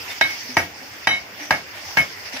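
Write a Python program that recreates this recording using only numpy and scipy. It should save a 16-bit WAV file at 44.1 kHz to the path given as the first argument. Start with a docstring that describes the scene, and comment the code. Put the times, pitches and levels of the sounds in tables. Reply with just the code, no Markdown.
"""Hum and hiss fill a small workshop; the sleeve swishes and a perforated steel tube scuffs on a block.
From 0.2 s a hand hammer pounds the tube five times: damped modes knock and thud, noise cracks and rattles.
After each blow the tube's modes ring, with two faint high tones, until the hand damps it; the block rocks back.
Between blows the tube is turned, with noise scuffs and decaying bumps; the last scuffs follow the fifth blow.
A limiter ducks the background around loud peaks."""
import sys
import numpy as np
from scipy import signal
from scipy.io import wavfile
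from scipy.ndimage import uniform_filter1d, minimum_filter1d

SR = 44100
rng = np.random.default_rng(int(sys.argv[2]) if len(sys.argv) > 2 else 0)


def persist_wave(psi):
    """Save psi, clipped to +-1, as 16-bit WAV."""
    counts = np.round(np.clip(psi, -1, 1) * 32767).astype(np.int16)
    wavfile.write(sys.argv[1], SR, np.atleast_2d(counts).T)


N = 105840
TIME = np.arange(N) / SR
AFTER = TIME[:SR // 2]  # seconds since the start of one event

# Noise bands: third-octave edges in Hz, then pairs of band centre in Hz and its filter.
EDGES_HZ = 28 * 2 ** (np.arange(29) / 3)
BANDS = [(np.sqrt(low * high), signal.butter(2, [low, high], "band", fs=SR, output="sos"))
         for low, high in zip(EDGES_HZ, EDGES_HZ[1:])]
# Left-right correlation of diffuse sound. Each row: frequency in Hz, correlation from 0 to 1.
LIKENESS = [(80, 0.96), (300, 0.85), (700, 0.49), (1300, 0), (2200, 0), (15000, 0)]

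# Echo spectrum of the room. Each row: frequency in Hz, relative level in dB.
ROOM = [(70, -6), (170, -0.5), (400, 1.5), (850, -7.5), (1600, -1.5), (2400, -3.5), (5000, -4.5),
        (13000, 1.5)]
# Reverberation of the room. Each row: frequency in Hz, time to fall 60 dB in seconds.
ROOM_T60 = [(80, 0.47), (600, 0.24), (2000, 0.21), (6000, 0.77), (14000, 0.21)]
ROOM_BUILD_S, ROOM_PAN_DB = 0.0015, -0.5  # pan is added on the left, taken off on the right
KNOCK_ROOM_DB, CRACK_ROOM_DB = -2, -1.5

# Low workshop noise. Each row: frequency in Hz, spectral density in dB against unit white noise.
HUM = [(30, -86), (55, -39), (90, -28.5), (150, -37.5), (300, -33), (700, -30.5), (1200, -36.5),
       (2100, -27), (3300, -43.5), (6000, -75)]
# Hiss spectrum, before its level curve. Each row: frequency in Hz, relative density in dB.
HISS = [(1500, 0), (3000, 5.5), (4200, -13), (5400, 12), (6500, -7.5), (7800, -8.5), (10000, -28.5),
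        (12000, -12), (15000, -6)]
# Course of the hiss. Each row: time in seconds, level in dB.
HISS_LEVEL = [(0, -31.5), (.2, -31), (.38, -32.5), (.7, -40), (1.0, -36.5), (1.25, -40), (1.45, -38),
              (1.65, -41), (1.92, -33.5), (2.15, -36.5), (2.4, -35)]
HISS_PAN_DB, FLICKER_DB = -1.06, 2.5  # pan is added on the left, taken off on the right

# Swishes of sleeve and sliding tube. Each row: start in seconds, length in seconds, centre in Hz, level in dB.
SWISHES = [(0.0, 0.034, 4980, -36.5), (0.313, 0.17, 5970, -42.5), (0.481, 0.06, 5280, -38.5),
           (0.528, 0.041, 6000, -36), (1.384, 0.12, 5780, -41), (1.857, 0.099, 5800, -39),
           (2.322, 0.044, 5740, -37)]
SWISH_WIDTH_HZ = 410

# Scuffs of the turned tube on the block. Each row: start in seconds, length in seconds, level in dB.
SCUFFS = [(0.087, 0.058, -33), (0.27, 0.13, -42.5), (0.484, 0.058, -37.5), (1.373, 0.094, -36.5),
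          (1.735, 0.073, -37), (1.863, 0.069, -43), (2.226, 0.079, -39), (2.323, 0.052, -29.5),
          (2.362, 0.046, -33)]
# Spectrum shared by the scuffs. Each row: frequency in Hz, relative density in dB.
SCUFF = [(150, -51), (700, 10.5), (1200, -2), (2200, 12.5), (3200, 1.5), (4200, 2), (5600, 4.5),
         (7500, -21), (10000, -8.5), (14000, -21)]
# Light bumps of tube and block.
# Each row: start in seconds, frequency in Hz, level in dB, 60 dB decay in seconds.
BUMPS = [(.10, 3610, -26, 0.082), (.115, 2215, -31, 0.16), (0.488, 251, -31.5, 0.24),
         (0.908, 106.4, -38.5, 0.13), (1.045, 3570, -34, 0.092), (1.404, 295.5, -34, 0.27),
         (1.859, 94, -38, 0.14), (2.018, 5260, -21.5, 0.077), (2.337, 260, -29.5, 0.13)]
BUMP_BUILD_S = 0.004

# Rings of the tube at the blows, and twice more where it springs back onto the block.
# Each row: start in seconds, then main, middle, upper and shimmer drive in dB,
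# ring length as a factor, time until gripped in seconds.
RINGS = [(0.2107, 3, -4, 4, -4, 0.86, 0.084), (0.5679, -9.5, -16, -19, 1, 0.93, 0.09),
         (1.0708, -6.5, -1, -0.5, 1.5, 0.88, 0.18), (1.107, -7, -12, -5.5, -11, 1.46, 0.072),
         (1.5074, -15, -21, -23, -11.5, 1.9, 0.075), (1.9709, -1, -12.5, -21, -7.5, 2.04, 0.042),
         (0.305, -16.5, -27, -23, -13, 0.91, 0.044)]
# Ringing modes of the tube up to 6.9 kHz, partly in close pairs,
# with two faint, brief high tones at 10.3 and 11 kHz.
# Each row: frequency in Hz, relative level in dB, 60 dB decay in seconds before the length factor.
RING_TONES = [(2189, -10.5, 0.19), (2214, -25, 0.75), (3027, -19, 0.21), (3086, -20, 0.094),
              (3808, -23.5, 0.12), (3850, -21, 0.14), (5020, -30, 0.16), (5825, -30.5, 0.093),
              (5845, -32, 0.15), (6870, -45.5, 0.14), (10300, -39, 0.13), (11000, -41, 0.16)]
MIDDLE_FROM_HZ, UPPER_FROM_HZ, SHIMMER_FROM_HZ = 2600, 3400, 4400
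RING_BUILD_S, RING_HOLD_S = 0.0023, 0.019  # the hold is stretched by the length factor
RING_WAVER, WAVERS_PER_S = .33, 15
RING_BUZZ, BUZZES_PER_S = .2, 290
RING_LAG_CYCLES = 0.26  # between the two microphones
GRIP_T60_S = 0.19  # extra damping once the hand closes

# Hammer blows. Each row: start in seconds, then low knock, high knock, clank, thud, crack and rattle in dB,
# rattle length as a factor, sizzle in dB, rocking of the block in dB.
BLOWS = [(0.2107, -1.5, 7, 4, -4, 3.5, -2.5, 1.1, -2, -29),
         (0.5679, 1, -0.5, 2, 4, -0.5, 4, 0.77, -1.5, -39),
         (1.0708, -1.5, 2, 3, -1.5, -1, -3, 1.63, -17, -30),
         (1.507, -1, 1, -7.5, -2.5, 0, 1, 1.08, -11, -27),
         (1.9704, -7, 1, -9, -1.5, -2.5, 0.5, 1.15, -1, -21)]
# Dead modes of the tube pinned under the hammer, low then high.
# Each row: frequency in Hz, relative level in dB, 60 dB decay in seconds.
LOW_KNOCK = [(655, -10.5, 0.035), (698, -8, 0.036), (750, -8.5, 0.03), (893.4, -3.5, 0.028),
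             (1260, -15.5, 0.034)]
HIGH_KNOCK = [(1506, -27, 0.037), (1589, -7.5, 0.033), (1675, -7, 0.025)]
# Short modes of the clank. Each row: frequency in Hz, relative level in dB, 60 dB decay in seconds.
CLANK = [(1868, -11.5, 0.047), (1932, -7.5, 0.027), (2090, -20, 0.032), (2233, -10, 0.03),
         (2334, -22, 0.07), (2604, -17.5, 0.044), (3040, -22, 0.037)]
# Modes of the block on the floor. Each row: frequency in Hz, relative level in dB, 60 dB decay in seconds.
THUD = [(88, -28.5, 0.15), (159, -22, 0.044), (300.4, -17.5, 0.029), (502, -29, 0.072)]
CONTACT_S = 0.0005  # time constant of the impact's rise
# Crack of steel on steel. Each row: frequency in Hz, relative density in dB.
CRACK = [(200, -13.5), (1000, -7), (2300, 1), (3400, -9.5), (5600, -4), (7500, -39), (9500, -30),
         (10800, -22), (12500, -24), (15500, -34)]
CRACK_T60_S = 0.038
# Perforated wall rattling on the block. 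Each row: frequency in Hz, relative density in dB.
RATTLE = [(250, -23), (480, -17.5), (640, -3), (900, -18.5), (1200, 0), (1400, -21.5), (1600, -8),
          (2250, -5), (2800, -24), (3500, -36)]
RATTLE_T60_S, RATTLE_BUILD_S = 0.23, 0.0011  # the decay is before the length factor
# Bright edge of the rattle. Each row: frequency in Hz, relative density in dB.
SIZZLE = [(6000, -24), (8500, -36), (11000, -25), (15000, -28)]
SIZZLE_T60_S, SIZZLE_BUILD_S = 0.29, 0.0046
# Thump of the block rocking back to the floor.
# Each row: frequency in Hz, relative level in dB, 60 dB decay in seconds.
ROCK = [(84, -4, 0.089), (139, -2, 0.084), (178, 7, 0.019)]
ROCK_AFTER_S, ROCK_BUILD_S = 0.0299, 0.004

LOW_CUT_HZ, CUTOFF_HZ = 64, 15500
LIMIT_DB, RELEASE_DB_PER_S, LOOK_AHEAD_S = 1, 65, .018
CLIP_LEVEL = 1.2


def from_db(db):
    """Logarithmic level: decibels become an amplitude ratio."""
    return 10 ** (np.asarray(db) / 20)


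def at_hz(points, hz):
    """Logarithmic pitch scale: a curve is interpolated linearly in log frequency."""
    f, value = np.transpose(points)
    return np.interp(np.log(hz), np.log(f), value)


def add(out, s, sound):
    """Superposition: a sound is summed into the mix at its start time."""
    i = int(max(s, 0) * SR)
    out[:, i:i + sound.shape[-1]] += sound[..., :N - i]


def drift(rate, t):
    """Low-pass random process: noise smoothed above a rate in Hz, with a spread near one."""
    step = 40  # samples between the values computed
    pole = np.exp(-2 * np.pi * step * rate / SR)
    white = rng.standard_normal(len(t) // step + 2002)
    slow = signal.lfilter([1], [1, -2 * pole, pole * pole], white)[2000:]  # drop the settling
    return np.interp(np.arange(len(t)) / step, np.arange(len(slow)), slow / slow.std())


def noise(spectrum, t, envelope=lambda hz: 1):
    """Diffuse noise: each third octave has its own level, envelope and left-right correlation."""
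    white = rng.standard_normal((2, 2, len(t) + SR // 10))
    mid, side = 0, 0
    for k, (hz, sos) in enumerate(BANDS):
        if spectrum[0][0] / 2 < hz < spectrum[-1][0] * 2:
            # neighbouring bands take turns between two independent sources
            band = signal.sosfilt(sos, white[k % 2])[:, -len(t):] * envelope(hz)
            gain = from_db(at_hz(spectrum, hz))
            alike = np.clip(at_hz(LIKENESS, hz), -1, 1)
            mid += gain * np.sqrt((1 + alike) / 2) * band[0]
            side += gain * np.sqrt((1 - alike) / 2) * band[1]
    return np.array([mid + side, mid - side])


def decay(t60):
    """Exponential damping: amplitude falls 60 dB in t60 seconds."""
    return np.exp(-np.log(1000) * AFTER / t60)


def swell(build_s, t60):
    """Build-up and damping: an exponential rise leads into an exponential decay."""
    return (1 - np.exp(-AFTER / build_s)) * decay(t60)


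def struck(modes, scatter_db=1, detune=0.001):
    """Modal excitation: damped sines whose levels and pitches vary a little from strike to strike."""
    out = 0
    for k, (hz, db, t60) in enumerate(modes):
        gain = from_db(db + scatter_db * rng.normal()) * (-1) ** k
        tuned_hz = hz * (1 + detune * rng.normal())
        out = out + gain * swell(CONTACT_S, t60) * np.sin(2 * np.pi * tuned_hz * AFTER)
    return out


def workshop(sound, wet_db):
    """Reverberation: convolution with dense noise echoes, each band dying at its own rate."""
    def tail(hz):
        shape = swell(ROOM_BUILD_S, at_hz(ROOM_T60, hz))
        return shape / np.sqrt(np.sum(shape ** 2))
    response = noise(ROOM, AFTER, tail)
    echoes = signal.fftconvolve(np.atleast_2d(sound), response, axes=-1)[:, :len(AFTER)]
    return sound + from_db([[wet_db + ROOM_PAN_DB], [wet_db - ROOM_PAN_DB]]) * echoes


def grip(after_s):
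    """Added damping: the hand closes on the tube and the sound dies faster."""
    return np.exp(-np.log(1000) * np.maximum(AFTER - after_s, 0) / GRIP_T60_S)


def background(flickers_per_s=10):
    """Stationary noise, randomly modulated: low workshop hum, and a hiss that leans to the right."""
    def flicker(hz):
        return from_db(FLICKER_DB * drift(flickers_per_s, TIME))
    level_db = np.interp(TIME, *np.transpose(HISS_LEVEL))
    hiss = noise(HISS, TIME, flicker) * from_db([level_db + HISS_PAN_DB, level_db - HISS_PAN_DB])
    return noise(HUM, TIME, flicker) + hiss


def swishes(rough_db=1.5, catches_per_s=50):
    """Friction noise: narrow, high bands swell and fade as sleeve and tube move."""
    out = np.zeros((2, N))
    for s, length, hz, db in SWISHES:
        edges_hz = [hz - SWISH_WIDTH_HZ / 2, hz + SWISH_WIDTH_HZ / 2]
        band = signal.butter(2, edges_hz, "band", fs=SR, output="sos")
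        rustle = signal.sosfilt(band, rng.standard_normal((2, len(AFTER))))
        shape = np.sqrt(np.abs(np.sin(np.pi * np.minimum(AFTER / length, 1))))
        add(out, s, from_db(db) * shape * rustle / rustle.std())
    return out * from_db(rough_db * drift(catches_per_s, TIME))


def handling(rough_db=2.5, catches_per_s=90):
    """Friction and light impact: turning the tube makes rough noise scuffs and damped sine bumps."""
    out = np.zeros((2, N))
    for s, length, db in SCUFFS:
        out += from_db(db) * np.sqrt(np.abs(np.sin(np.pi * np.clip((TIME - s) / length, 0, 1))))
    out *= noise(SCUFF, TIME) * from_db(rough_db * drift(catches_per_s, TIME))
    for s, hz, db, t60 in BUMPS:
        add(out, s, from_db(db) * swell(BUMP_BUILD_S, t60) * np.sin(2 * np.pi * hz * AFTER))
    return out


def tube_ring(drives_db, length):
    """Modulated decaying tones: the tube buzzes on the block, and echoes interfere at each microphone."""
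    def wobble(rate):
        return drift(rate, AFTER) + 1j * drift(rate, AFTER)
    out = np.zeros((2, len(AFTER)))
    for hz, db, t60 in RING_TONES:
        drive_db = drives_db[np.searchsorted([MIDDLE_FROM_HZ, UPPER_FROM_HZ, SHIMMER_FROM_HZ], hz)]
        rise = np.minimum(AFTER / RING_BUILD_S, 1)
        fall = np.exp(-np.log(1000) * np.maximum(AFTER / length - RING_HOLD_S, 0) / t60)
        tone = rise * fall * np.exp(2j * np.pi * (hz * AFTER + rng.random()))
        for channel in range(2):
            waver = 1 + RING_WAVER * wobble(WAVERS_PER_S) + RING_BUZZ * wobble(BUZZES_PER_S)
            heard = np.real(tone * waver * np.exp(2j * np.pi * channel * RING_LAG_CYCLES))
            # the wavering keeps the energy of the steady tone
            same_energy = np.sqrt(np.sum(tone.real ** 2) / np.sum(heard ** 2))
            out[channel] += from_db(db + drive_db) * same_energy * heard
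    return out


def tube():
    """Ringing, then added damping: each ring runs until the hand closes on the tube."""
    out = np.zeros((2, N))
    for s, *drives_db, length, gripped_s in RINGS:
        add(out, s, tube_ring(drives_db, length) * grip(gripped_s))
    return out


def hammer(rattle_free_s=0.092):
    """Impact: knock, thud and crack excite the room, the wall rattles, and the block rocks back."""
    out = np.zeros((2, N))
    rock = sum(from_db(db) * swell(ROCK_BUILD_S, t60) * np.sin(2 * np.pi * hz * AFTER)
               for hz, db, t60 in ROCK)
    for (s, low_db, high_db, clank_db, thud_db, crack_db,
         rattle_db, rattle_length, sizzle_db, rock_db) in BLOWS:
        knock = sum(from_db(db) * struck(modes) for db, modes in
                    ((low_db, LOW_KNOCK), (high_db, HIGH_KNOCK), (clank_db, CLANK), (thud_db, THUD)))
        crack = from_db(crack_db) * noise(CRACK, AFTER) * swell(CONTACT_S, CRACK_T60_S)
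        rattle = from_db(rattle_db) * noise(RATTLE, AFTER)
        rattle *= swell(RATTLE_BUILD_S, RATTLE_T60_S * rattle_length) * grip(rattle_free_s * rattle_length)
        sizzle = from_db(sizzle_db) * noise(SIZZLE, AFTER)
        sizzle *= swell(SIZZLE_BUILD_S, SIZZLE_T60_S) * grip(rattle_free_s)
        add(out, s, workshop(knock, KNOCK_ROOM_DB) + workshop(crack, CRACK_ROOM_DB) + rattle + sizzle)
        add(out, s + ROCK_AFTER_S, from_db(rock_db) * rock)
    return out


def scene():
    """Superposition: background, swishes, handling, ringing tube and hammer blows add together."""
    return background() + swishes() + handling() + tube() + hammer()


def record(dry):
    """Band limiting and compression: bass cut, look-ahead limiter, rounded peaks, treble cut."""
    dry = signal.sosfilt(signal.butter(3, LOW_CUT_HZ, "high", fs=SR, output="sos"), dry)
    level_db = 20 * np.log10(np.abs(dry).max(axis=0) + 1e-9)
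    over_db = np.maximum(level_db - LIMIT_DB, 0)
    # the reduction jumps up at once and recovers at a constant rate
    release_db = RELEASE_DB_PER_S * TIME
    held_db = np.maximum.accumulate(over_db + release_db) - release_db
    # widened both ways, so that it begins before the peak, then smoothed
    ahead_db = minimum_filter1d(-held_db, 2 * int(LOOK_AHEAD_S * SR) + 1)
    gain_db = uniform_filter1d(ahead_db, size=220)
    limited = CLIP_LEVEL * np.tanh(dry * from_db(gain_db) / CLIP_LEVEL)
    return signal.sosfilt(signal.ellip(10, .1, 70, CUTOFF_HZ, fs=SR, output="sos"), limited)


dry = scene()
out = record(dry)
persist_wave(out)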